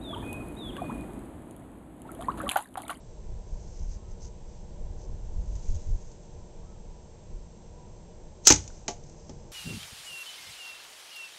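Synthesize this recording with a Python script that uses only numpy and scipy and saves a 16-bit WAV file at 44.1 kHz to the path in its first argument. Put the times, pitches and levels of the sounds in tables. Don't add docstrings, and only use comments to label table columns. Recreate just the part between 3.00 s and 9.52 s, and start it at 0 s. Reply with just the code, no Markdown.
import sys
import numpy as np
from scipy import signal
from scipy.fft import rfft, irfft
from scipy.io import wavfile
from scipy.ndimage import uniform_filter1d

SR = 44100
rng = np.random.default_rng(int(sys.argv[2]) if len(sys.argv) > 2 else 0)


def digitize_waveform(pressure):
    field = np.atleast_2d(pressure).T
    bounded = np.clip(field, -1, 1)
    quanta = np.round(bounded * 32767).astype(np.int16)
    wavfile.write(sys.argv[1], SR, quanta)


N = 287443
TIME = np.arange(N) / SR


def undb(db):
    return 10 ** (np.asarray(db) / 20)


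def unit(x):
    return x / np.sqrt(np.mean(x ** 2))


def colour(x, points):
    size = 8192
    hz, db = np.transpose(points)
    bins = np.maximum(np.arange(size // 2 + 1) * SR / size, 1)
    wanted_db = np.interp(np.log(bins), np.log(hz), db)
    cepstrum = irfft(np.log(undb(wanted_db)))
    cepstrum[1:size // 2] *= 2
    cepstrum[size // 2 + 1:] = 0
    response = irfft(np.exp(rfft(cepstrum)))
    return signal.fftconvolve(x, response)[:len(x)]


def band(x, low_hz, high_hz, order=2):
    edges = [low_hz, min(high_hz, SR / 2 - 1)]
    return signal.sosfilt(signal.butter(order, edges, "band", fs=SR, output="sos"), x)


def noise():
    return rng.standard_normal(N)


def walk(rate):
    step = int(SR / rate)
    return uniform_filter1d(noise()[np.arange(N) // step], step)


def fade(start, t60):
    age = TIME - start
    return (age >= 0) * np.exp(-np.log(1000) * np.clip(age / t60, 0, 10))


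def swells(rows, shape):
    power = 0
    for middle, length, db in rows:
        arch = np.maximum(1 - (2 * (TIME - middle) / length) ** 2, 0) ** max(shape, .1)
        power = power + (undb(db) * arch) ** 2
    return np.sqrt(power)


def rub(gain, spectrum, rub_db, grain_db=2.5, catch_db=0.7):
    grains = noise() * undb(grain_db * walk(500) + catch_db * walk(40))
    return unit(colour(grains, spectrum)) * gain * undb(rub_db)


# frequency in Hz, relative level in dB.
TOWN_COLOUR = [(41, -29), (70, -1), (124, -4.5), (156, -1.5), (233, -7.5), (252, -18.5), (357, -7),
               (424, -13), (466, -5), (547, -14), (600, -8), (650, -15.5), (971, -17), (1230, -34.5),
               (1700, -34.5), (2210, -59.5), (3740, -120)]
TOWN_DB = -53.5


def town(drift_db=-1.0, air_db=-67, air_low_hz=900, air_high_hz=6000):
    hum = colour(noise(), TOWN_COLOUR)
    hum = hum / np.std(band(hum, 200, 1700))
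    hum = hum * undb(TOWN_DB + drift_db * walk(2.8))
    air = unit(band(noise(), air_low_hz, air_high_hz, order=1))
    return hum + undb(air_db) * air


# frequency in Hz, relative level in dB.
WIND_COLOUR = [(8.8, -25.5), (15, 2.5), (33, 1), (70, -7), (186, -24.5), (252, -33), (300, -47.5),
               (390, -56), (660, -120)]
# middle in seconds, length in seconds, level in dB before the trim by wind_db.
GUSTS = [(.8, 1.57, -38.5), (2.3, 1.74, -38.5), (.34, .16, -32), (.55, 0.084, -33), (.84, 0.12, -34),
         (1.87, .2, -38), (2.12, 0.082, -31), (2.4, .11, -27), (2.53, .14, -28.5), (2.73, .11, -27.5),
         (2.92, .12, -25), (3.41, 0.12, -42), (4.36, .14, -40.5)]
CALM_DB, GUST_SHAPE = -48.5, 0.67


def wind(wind_db=-1, buffet_db=2.0):
    strength = np.hypot(undb(CALM_DB), swells(GUSTS, GUST_SHAPE))
    rumble = unit(colour(noise(), WIND_COLOUR))
    return rumble * strength * undb(wind_db + buffet_db * walk(16))


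# start in seconds, length in seconds, pitch in Hz at the middle before it wavers, level in dB.
BIRD_CALLS = [(.93, 0.15, 1086, -68.5), (0.945, 0.26, 1300, -73.5), (1.206, 0.18, 980, -65),
              (3.594, 0.098, 1120, -68.5), (3.613, 0.19, 1300, -71), (3.885, 0.16, 984, -65),
              (4.714, 0.19, 985, -59.5)]


def bird(waver=0.02, arch=0.04):
    out, wobble = 0, waver * walk(230)
    for start, length, hz, db in BIRD_CALLS:
        swell = np.sin(np.pi * np.clip((TIME - start) / length, 0, 1))
        pitch_hz = hz * (1 + arch * (swell - 1) + wobble)
        note = np.sin(2 * np.pi * np.cumsum(pitch_hz) / SR)
        out = out + undb(db) * np.sqrt(2) * swell * note
    return out


# frequency in Hz, relative level in dB.
CLOTH = [(500, -9), (2000, -7), (3800, -9), (4600, 1), (5600, 1), (6500, 0.5), (7500, -1), (9000, -3.5)]
# middle in seconds, length in seconds, level in dB before the trim by rub_db.
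STROKES = [(.72, 0.59, -60.5), (.93, 0.098, -56.5), (1.11, .06, -62), (1.245, 0.094, -52.5),
           (1.54, 0.2, -66), (2.02, .09, -60), (5.77, .12, -60), (6.2, 0.79, -63)]
STROKE_SHAPE = 0.83


def sleeve():
    return rub(swells(STROKES, STROKE_SHAPE), CLOTH, rub_db=-1)


def blip(start_s=5.703, pitch_hz=1450, blip_db=-45, t60=0.015):
    return undb(blip_db) * fade(start_s, t60) * np.sin(2 * np.pi * pitch_hz * (TIME - start_s))


# frequency in Hz, relative level in dB.
STRETCH = [(500, -12.5), (2000, -7.5), (3800, -3.5), (4600, -1), (5600, -2), (6500, 0.5), (7500, 3.5),
           (9000, 2.5)]
# start in seconds, level in dB before the boost by rub_db.
CREAKS = [(2.553, -52.5), (2.745, -53), (3.116, -53)]
CREAK_T60_S = .05
PULL_S, PULL_DB = 2.69, -54
PULL_RISE_DB_PER_S, PULL_FALL_DB_PER_S = 38.5, 24


def draw():
    rise_db = PULL_RISE_DB_PER_S * (PULL_S - TIME)
    fall_db = PULL_FALL_DB_PER_S * (TIME - PULL_S)
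    pull_db = PULL_DB - np.maximum(rise_db, fall_db)
    creaks = sum(undb(db) * fade(start, CREAK_T60_S) for start, db in CREAKS)
    return rub(undb(pull_db) + creaks, STRETCH, rub_db=3.0)


# start in seconds, share of the blow on the bottom rather than
# the back wall from 0 to 1, crack level in dB, ring level in dB, contact time in ms.
KNOCKS = [(5.5023, 0, -6.5, -39, .1), (5.5043, 0.01, -14, -15.5, .3), (5.5112, 0.2, -15, -32.5, .5),
          (5.8803, 0.96, -23.5, -40, .1), (5.8845, 0.88, -35, -31, 0.18), (5.9085, 0.86, -52, -40, 0.65),
          (6.2943, 0.77, -44, -33, 3.3)]
# frequency in Hz, relative level in dB struck on the back wall, relative level in dB
# struck on the bottom, time in seconds to fade by 60 dB.
BOX = [(60, -11.5, -19, 0.42), (93, -13.5, -22, 0.49), (146, -14.5, -18.5, 0.36), (174, -15.5, -20, .3),
       (235, -5, -6.5, 0.11), (259.7, -6, -17.5, .11), (298, -1, -11, 0.11), (380, -13, -5, 0.16),
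       (460, -16.5, -4.5, 0.06), (498, -4, -11.5, 0.098), (571.5, -8.5, -8.5, .08), (615, -16.5, -6, 0.089),
       (700, -19.5, -1.5, 0.11), (840.5, -3, 2.5, .1), (868, -6, -12, 0.096), (986, -6, -14.5, 0.049),
       (1142, -8.5, -8.5, .06), (1990, -8.5, -16.5, .04), (2240, -15.5, -24.5, .05), (3020, -13, -1, 0.058)]
# frequency in Hz, gain in dB.
CRACK = [(80, -5.5), (300, -3), (900, -1.5), (1400, -5.5), (2000, 2), (3100, -1), (4500, 1), (6500, 1.5),
         (9000, -2)]


def box(crack_t60=0.026, crumple_db=-10, crumple_t60=0.17):
    rings, crack_power = np.zeros(N), 0
    age = np.arange(SR // 2) / SR
    for start_s, bottom, crack_db, ring_db, contact_ms in KNOCKS:
        ring = 0
        for (hz, wall_db, bottom_db, t60), chance in zip(BOX, rng.standard_normal(len(BOX))):
            softness = 1 / (1 + (hz * contact_ms / 1000) ** 4) ** .5
            size = softness * undb(wall_db + np.clip(bottom, 0, 1) * (bottom_db - wall_db))
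            size = size * (-1) ** int(chance > 0)
            ring = ring + size * np.exp(-np.log(1000) * age / t60) * np.sin(2 * np.pi * hz * age)
        start = int(start_s * SR)
        rings[start:start + len(age)] += undb(ring_db) * ring[:N - start]
        burst = fade(start_s, crack_t60) + undb(crumple_db) * fade(start_s, crumple_t60)
        crack_power = crack_power + (undb(crack_db) * burst) ** 2
    return rings + colour(np.sqrt(crack_power) * noise(), CRACK)


# start in seconds, level in dB before the colour of the rubber.
SLAPS = [(5.4532, -33), (5.4707, -6), (5.4728, -6), (5.479, -7.5), (5.4849, -17), (5.4902, -12),
         (5.5213, -13), (5.5235, -17), (5.538, -24.5), (5.5425, -29), (5.5603, -29), (5.641, -50),
         (5.6776, -42.5), (5.9102, -47), (6.038, -57.5), (6.097, -54.5)]
SLAP_T60_S = .023
# frequency in Hz, gain in dB.
RUBBER = [(60, -17), (250, -6.5), (450, 1), (620, -4), (850, 7), (1080, -10.5), (1330, 2.5), (1650, -6.5),
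          (2300, 0.5), (4000, 5.5), (9000, 12.5)]


def slingshot(release_s=5.4716, swish_db=-25, swish_rise_s=.007,
              flutter_db=-22, flutter_t60=.17, flutter_rough_db=3.0):
    swish = undb(swish_db) * np.exp(-np.abs(TIME - release_s) / swish_rise_s) * (TIME < release_s)
    flutter = undb(flutter_db + flutter_rough_db * walk(400)) * fade(release_s, flutter_t60)
    slap_power = sum((undb(db) * fade(start, SLAP_T60_S)) ** 2 for start, db in SLAPS)
    power = slap_power + swish ** 2 + flutter ** 2
    return colour(np.sqrt(power) * noise(), RUBBER)


# frequency in Hz, gain in dB.
YARD = [(60, -15.5), (250, 0), (900, 2), (1500, 1), (4000, 1), (6500, 0), (9000, 2.5)]


def yard(x, near_db=-19, near_t60=0.23, far_db=-35, far_t60=1.0, first_echo_s=.014):
    near = undb(near_db) * unit(fade(first_echo_s, near_t60) * noise())
    far = undb(far_db) * unit(fade(first_echo_s, far_t60) * noise())
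    echo = colour((near + far) / np.sqrt(N), YARD)
    return x + signal.fftconvolve(x, echo)[:N]


def scene():
    echoing = yard(slingshot() + box() + blip() + bird())
    return (echoing + sleeve() + draw() + wind() + town())[None]


# frequency in Hz, gain in dB.
MICROPHONE = [(20, 2), (3500, -2), (4700, -1.5), (5500, 3), (6300, 8.5), (7100, 1.5), (7900, -8),
              (8600, -24.5), (9500, -67), (12000, -49.5)]
# frequency in Hz, level in dB.
WHINE = [(7596, -73.5), (7655, -82), (8344, -85), (8403, -94.5)]


def record(dry, hiss_db=-72, hiss_top_hz=8000, overload=.72, top_hz=15800):
    x = colour(dry[0], MICROPHONE)
    x = x + undb(hiss_db) * unit(band(noise(), 100, hiss_top_hz, order=14))
    x = x + sum(undb(db) * np.sqrt(2) * np.sin(2 * np.pi * hz * TIME) for hz, db in WHINE)
    x = x / (1 + (x / overload) ** 6) ** (1 / 6)
    return signal.sosfilt(signal.ellip(8, .2, 70, top_hz, fs=SR, output="sos"), x)[None]


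dry = scene()
out = record(dry)
digitize_waveform(out)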